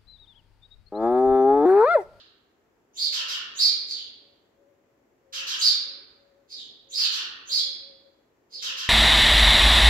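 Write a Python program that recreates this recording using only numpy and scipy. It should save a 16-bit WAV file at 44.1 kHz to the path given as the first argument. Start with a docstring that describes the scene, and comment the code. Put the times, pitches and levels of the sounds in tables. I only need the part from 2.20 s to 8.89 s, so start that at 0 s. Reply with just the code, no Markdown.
"""A bare, echoing room where young sparrows call: bright arched chirps, soft falling peeps and
harsh rasps in pairs. Their membranes trill for the whistles and clatter for the rasps; hard walls
smear every call into a long tail. Under them lie a low room hush and very faint, slowly sinking
hoots, perhaps a dove far outside. A noise suppressor lets the hush swell whenever the sparrows call."""
import sys
import numpy as np
from scipy import signal
from scipy.fft import rfft, irfft
from scipy.io import wavfile
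from scipy.ndimage import uniform_filter1d

SR = 44100
rng = np.random.default_rng(int(sys.argv[2]) if len(sys.argv) > 2 else 0)


def generate_wav(sig):
    """Save sig (samples, or channels by samples) to the path in sys.argv[1] as 16-bit PCM at SR."""
    pcm = np.round(np.clip(np.atleast_2d(sig).T, -1, 1) * 32767).astype(np.int16)
    wavfile.write(sys.argv[1], SR, pcm)


N = 295029
LEAD = SR // 2  # samples of run-up before time zero


def chirp(corners, jitter, octave, trill_hz=110, trill_depth=.075, ceiling_hz=5200, flutter_db=3,
          second_db=-20, third_db=-29, half_db=-28, air_db=-19.5):
    """One whistle: the membrane trills and shakes, adding weak overtones and air noise."""
    times_s, pitch_hz, level_db = np.transpose(corners)
    t = np.arange(times_s[0], times_s[-1], 1 / SR)
    size = len(t)
    # opening slide: unsteady pitch, weaker fundamental, more octave and air
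    opening = np.exp(-((t - times_s[0]) / .043) ** 4)
    trill_cycles = np.cumsum(trill_hz * (1 + .25 * wander(size, 40.6))) / SR
    trill = np.sin(2 * np.pi * (trill_cycles + rng.random()))
    shake = (trill_depth * trill + jitter * wander(size, 650)) * (1 + .5 * opening)
    hz = np.minimum(np.interp(t, times_s, pitch_hz) * (1 + shake), ceiling_hz)  # membrane's stretch limit
    phase = 2 * np.pi * np.cumsum(hz) / SR
    tone = (1 - .24 * opening) * np.sin(phase)
    tone += (amp(second_db) + octave * opening) * np.sin(2 * phase)
    tone += amp(third_db) * np.sin(3 * phase) + amp(half_db) * np.sin(phase / 2)
    tone += (amp(air_db) + .3 * opening) * rng.standard_normal(size)
    gain = amp(np.interp(t, times_s, level_db) + flutter_db * wander(size, 300))
    return times_s[0], tone * gain * signal.windows.tukey(size, .1)


def arch(start_s, length_s, rise_s, fall_s, top_hz, level_db, ending_db):
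    """Chirp corners (s, Hz, dB): slides up as it swells, holds the top note, drops ever faster."""
    end_s = start_s + length_s
    return [(start_s, 2750, level_db - 50),
            (start_s + .7 * rise_s, 3750, level_db - 11),
            (start_s + rise_s, top_hz, level_db),
            (end_s - fall_s, top_hz, level_db),
            (end_s - fall_s / 2, .87 * top_hz, (level_db + ending_db) / 2),
            (end_s, 3200, ending_db - 4)]


def peep(start_s, length_s, top_hz, level_db, ending_db, rise_s=.053, sink_s=.024, low_hz=3800):
    """Peep corners (s, Hz, dB): swells to the top note, falters, slides to a low ending."""
    top_s = start_s + rise_s
    return [(start_s, 4000, level_db - 36),
            (start_s + rise_s / 2, top_hz, level_db - 13),
            (top_s, top_hz, level_db),
            (top_s + sink_s, (top_hz + low_hz) / 2, level_db - 12),
            (top_s + 2 * sink_s, low_hz, ending_db),
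            (start_s + length_s, 3150, ending_db - 4)]


def sparrow_whistles():
    """Loud chirps and duller, soft peeps, filtered by windpipe and beak."""
    # Loud chirps. Each row: start, length, rise and fall in s, top pitch in Hz,
    # relative levels of top and ending in dB.
    chirp_calls = [(0.73, 0.15, 0.064, 0.038, 4580, -19, -26),
                   (1.338, .157, .067, 0.033, 4615, -12.5, -25.5),
                   (3.365, 0.14, 0.056, 0.034, 4660, -12.5, -18),
                   (4.682, .182, .067, 0.062, 4810, -18, -14.5), (5.25, .15, 0.071, .038, 4749, -15.5, -17)]
    # Soft peeps. Each row: start and length in s, top pitch in Hz, relative levels of top and ending in dB.
    peep_calls = [(-.225, .19, 4500, -31.5, -44), (1.658, 0.15, 4483, -24, -33.5),
                  (4.274, .146, 4697, -31, -33.5), (6.293, 0.15, 4744, -30, -33.5)]
    # Treble loss of soft calls. 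Each row: frequency in Hz, gain in dB.
    peep_tilt = [(5000, 1), (7000, -2), (10000, -4), (14000, -9)]
    # Windpipe and beak response. Each row: frequency in Hz, gain in dB.
    beak = [(250, -51.5), (1000, -27), (2300, -8.5), (3000, -7.5), (3700, -5.5), (4500, -3), (5150, -3.5),
            (5480, -8.5), (6200, 6), (7100, 2.5), (8500, -16), (10200, -10.5), (11200, -8.5), (15000, -10)]
    chirps = track(chirp(arch(*row), jitter=.052, octave=1) for row in chirp_calls)
    peeps = track(chirp(peep(*row), jitter=.065, octave=.12) for row in peep_calls)
    return colour(chirps + colour(peeps, peep_tilt), beak)


def rasp(start_s, level_db, start_hz, end_hz, length_s=.1, pulse_hz=420, dulling_db=17, swell_db=2):
    """Membranes clatter irregularly; the noise dulls as a hoarse whistle slides down through it."""
    # Rasp noise spectrum. Each row: frequency in Hz, relative density in dB.
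    spectrum = [(300, -65), (800, -31.5), (1020, -14.5), (1350, -8), (1850, -7.5), (2010, -14), (2600, -6),
                (3300, -2), (5000, -0.5), (7200, -8.5), (9300, -32), (11800, -16), (13000, -27.5),
                (15500, -42.5)]
    size = int(length_s * SR)
    progress = np.arange(size) / size
    clatter_hz = pulse_hz * (1 + .3013 * wander(size, 200))
    clatter = 1 + np.cos(2 * np.pi * np.cumsum(clatter_hz) / SR)
    noise = unit(colour(clatter * rng.standard_normal(size), spectrum))
    low = colour(noise, [(2000, -1), (2400, -75.5)])
    high = (noise - low) * amp(2 - dulling_db * progress ** 1.5)
    noise = low * amp(swell_db * (progress - 1)) + high
    slide_hz = end_hz + (start_hz - end_hz) * (1 - progress) ** 1.6
    hz = slide_hz * (1 + .028 * wander(size, 500))
    whistle = np.sin(2 * np.pi * np.cumsum(hz) / SR)
    whistle *= np.interp(progress, [0, .25, .5, .75, 1], [.5, .55, 1.1, .95, .3])
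    edges = np.minimum(progress / .088, 1) * np.minimum((1 - progress) / .051, 1)
    return start_s, amp(level_db) * edges * (noise + whistle)


def room(x, direct_db=-7, early_db=-8, build_s=.0042):
    """Weak direct path, eight wall reflections a side and a dense tail whose treble dies first."""
    # Room decay. Each row: frequency in Hz, T60 in s.
    t60 = [(500, 1.4), (1400, 1.305), (3000, 0.78), (4600, 0.62), (7000, 0.38), (14000, 0.26)]
    size = SR * 3 // 2
    hz, t, tail = signal.stft(rng.standard_normal((2, size)), SR, nperseg=256)
    tail *= amp(-60 * t / read(t60, hz)[:, None]) * (1 - np.exp(-t / build_s))
    response = signal.istft(tail, SR, nperseg=256)[1][:, :size]
    response /= np.linalg.norm(response, axis=1, keepdims=True)
    wall_delays = rng.integers(SR // 400, SR // 30, size=(2, 8))
    for side, delay in enumerate((SR // 2450, 0)):  # sound reaches the right side first
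        response[side, delay] += amp(direct_db)
        response[side, wall_delays[side]] += amp(early_db) * rng.choice([-1, 1], size=8) / np.sqrt(8)
    return signal.fftconvolve(x[None], response, axes=1)[:, :LEAD + N]


def hoot(start_s, length_s, pitch_hz, level_db, waver=.016):
    """A soft, far, nearly pure note."""
    size = int(length_s * SR)
    phase = 2 * np.pi * np.cumsum(pitch_hz * (1 + waver * wander(size, 25))) / SR
    return start_s, amp(level_db) * unit(np.sin(phase) * signal.windows.tukey(size, .5))


def hush(level_db=-67, lean_db=.6344, hiss_db=-85):
    """Low room noise, alike on both sides in the bass, and thin microphone hiss."""
    # Room noise spectrum. Each row: frequency in Hz, relative density in dB.
    hush_spectrum = [(15, -75.5), (25, -37), (43, -14.5), (130, -12.5), (177, -17), (241, -9), (449, -6.5),
                     (482, -10.5), (556, -14.5), (690, -13.5), (759, -15.5), (1410, -21.5), (1880, -22),
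                     (3940, -35), (7500, -33.5), (9750, -63.5), (16500, -120)]
    # Stereo likeness of the hush. Each row: frequency in Hz, left-right correlation.
    likeness = [(60, .76), (300, .82), (600, .5), (1200, .1), (5000, 0)]
    # Microphone hiss spectrum. Each row: frequency in Hz, relative density in dB.
    hiss_spectrum = [(7000, -36.5), (9000, -7), (11000, 0), (13000, 3), (16000, 1)]
    left, independent = rfft(rng.standard_normal((2, N)))
    correlation = read(likeness, np.fft.rfftfreq(N, 1 / SR))
    right = correlation * left + np.sqrt(1 - correlation ** 2) * independent
    pair = irfft(np.array([left, right]), N)
    low = amp(level_db) * unit(colour(pair, hush_spectrum)) * amp([[lean_db], [-lean_db]])
    return low + amp(hiss_db) * unit(colour(rng.standard_normal((2, N)), hiss_spectrum))


def suppressor(x, split_hz=750, shut_db=-63, span_db=30, lift_db=5.5, follow_s=.065):
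    """A noise suppressor opens on the sparrows' calls and lifts the low hush with them."""
    low = irfft(rfft(x) / (1 + (bins(x) / split_hz) ** 6), N)
    high_power = uniform_filter1d(((x - low) ** 2).mean(0), size=1000)
    high_db = 10 * np.log10(abs(high_power) + 1e-12)
    target = np.clip((high_db - shut_db) / span_db, 0, 1)
    pole = np.exp(-1 / (follow_s * SR))
    opened = signal.lfilter([1 - pole], [1, -pole], target)
    return x + low * (amp(lift_db * opened) - 1)


def amp(db):
    """Decibels to gain."""
    return 10 ** (np.asarray(db) / 20)


def unit(x):
    """Scales to rms 1."""
    return x / np.sqrt(np.mean(x ** 2) + 1e-20)


def read(points, hz):
    """Interpolates a table on a log-frequency axis."""
    table_hz, value = np.transpose(points)
    return np.interp(np.log(hz + 1), np.log(table_hz + 1), value)


def bins(x):
    """FFT bin frequencies of x in Hz."""
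    return np.fft.rfftfreq(x.shape[-1], 1 / SR)


def colour(x, points):
    """Filters by a table of (Hz, dB)."""
    return irfft(rfft(x) * amp(read(points, bins(x))), x.shape[-1])


def wander(size, hz):
    """Random motion of rms about 1, low-passed at hz."""
    x = rng.standard_normal(SR)
    return unit(irfft(rfft(x) / (1 + (bins(x) / hz) ** 4), SR))[:size]


def track(events):
    """Sums (start in s, sound) pairs on a track that begins with the run-up."""
    mix = np.zeros(LEAD + N)
    for start_s, sound in events:
        part = mix[LEAD + round(start_s * SR):][:len(sound)]
        part += sound[:len(part)]
    return mix


def scene(rasp_db=-2, hoot_direct_db=-3, hoot_room_db=-11):
    """All calls sound through one room, over its hush."""
    # Rasps. Each row: start in s, relative level in dB, whistle start and end pitch in Hz.
    rasp_calls = [(-.3, -40.5, 4420, 2740), (.92, -28, 4446, 2543), (1.076, -29.5, 4220, 2734),
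                  (3.123, -31.5, 4135, 2423), (3.264, -28, 4700, 2706), (4.772, -30.5, 4323, 2502),
                  (4.912, -29.5, 4450, 2650), (6.416, -29.5, 4503, 2530), (6.566, -31, 4354, 2615)]
    # Far hoots. Each row: start and length in s, pitch in Hz, relative level in dB.
    hoot_calls = [(0.722, 0.53, 592, -71), (1.315, 0.31, 560, -74.5), (1.993, 0.21, 563.4, -73.5),
                  (2.35, .22, 557.7, -67.5), (2.58, .24, 562, -73.5), (3.0, 0.32, 540.4, -68.5),
                  (3.619, 0.22, 552.5, -70.5), (3.937, 0.34, 559, -68.5), (4.637, 0.25, 545.4, -70.5),
                  (5.248, 0.3, 533, -68.5), (5.561, 0.4, 545.6, -66), (6.3, 0.3, 530.5, -71)]
    # Stereo balance of the calls. Each row: frequency in Hz, left minus right in dB.
    balance = [(600, 13), (1300, -2.5), (2400, 0.5), (4400, -4), (6500, -3.5), (9000, 6.5), (15000, -1.5)]
    whistles = sparrow_whistles()
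    rasps = track(rasp(*row) for row in rasp_calls)
    hoots = track(hoot(*row) for row in hoot_calls)
    calls = room(whistles + amp(rasp_db) * rasps + amp(hoot_room_db) * hoots)
    calls += amp(hoot_direct_db) * hoots
    lean_db = read(balance, bins(calls)) / 2
    calls = irfft(rfft(calls) * amp([lean_db, -lean_db]), LEAD + N)
    return calls[:, LEAD:] + hush()


def record(dry, edge_hz=15800):
    """Noise suppressor, then a steep low-pass."""
    lowpass = signal.firwin(511, edge_hz, window=("kaiser", 9), fs=SR)
    return signal.oaconvolve(suppressor(dry), lowpass[None], "same")


dry = scene()
out = record(dry)
generate_wav(out)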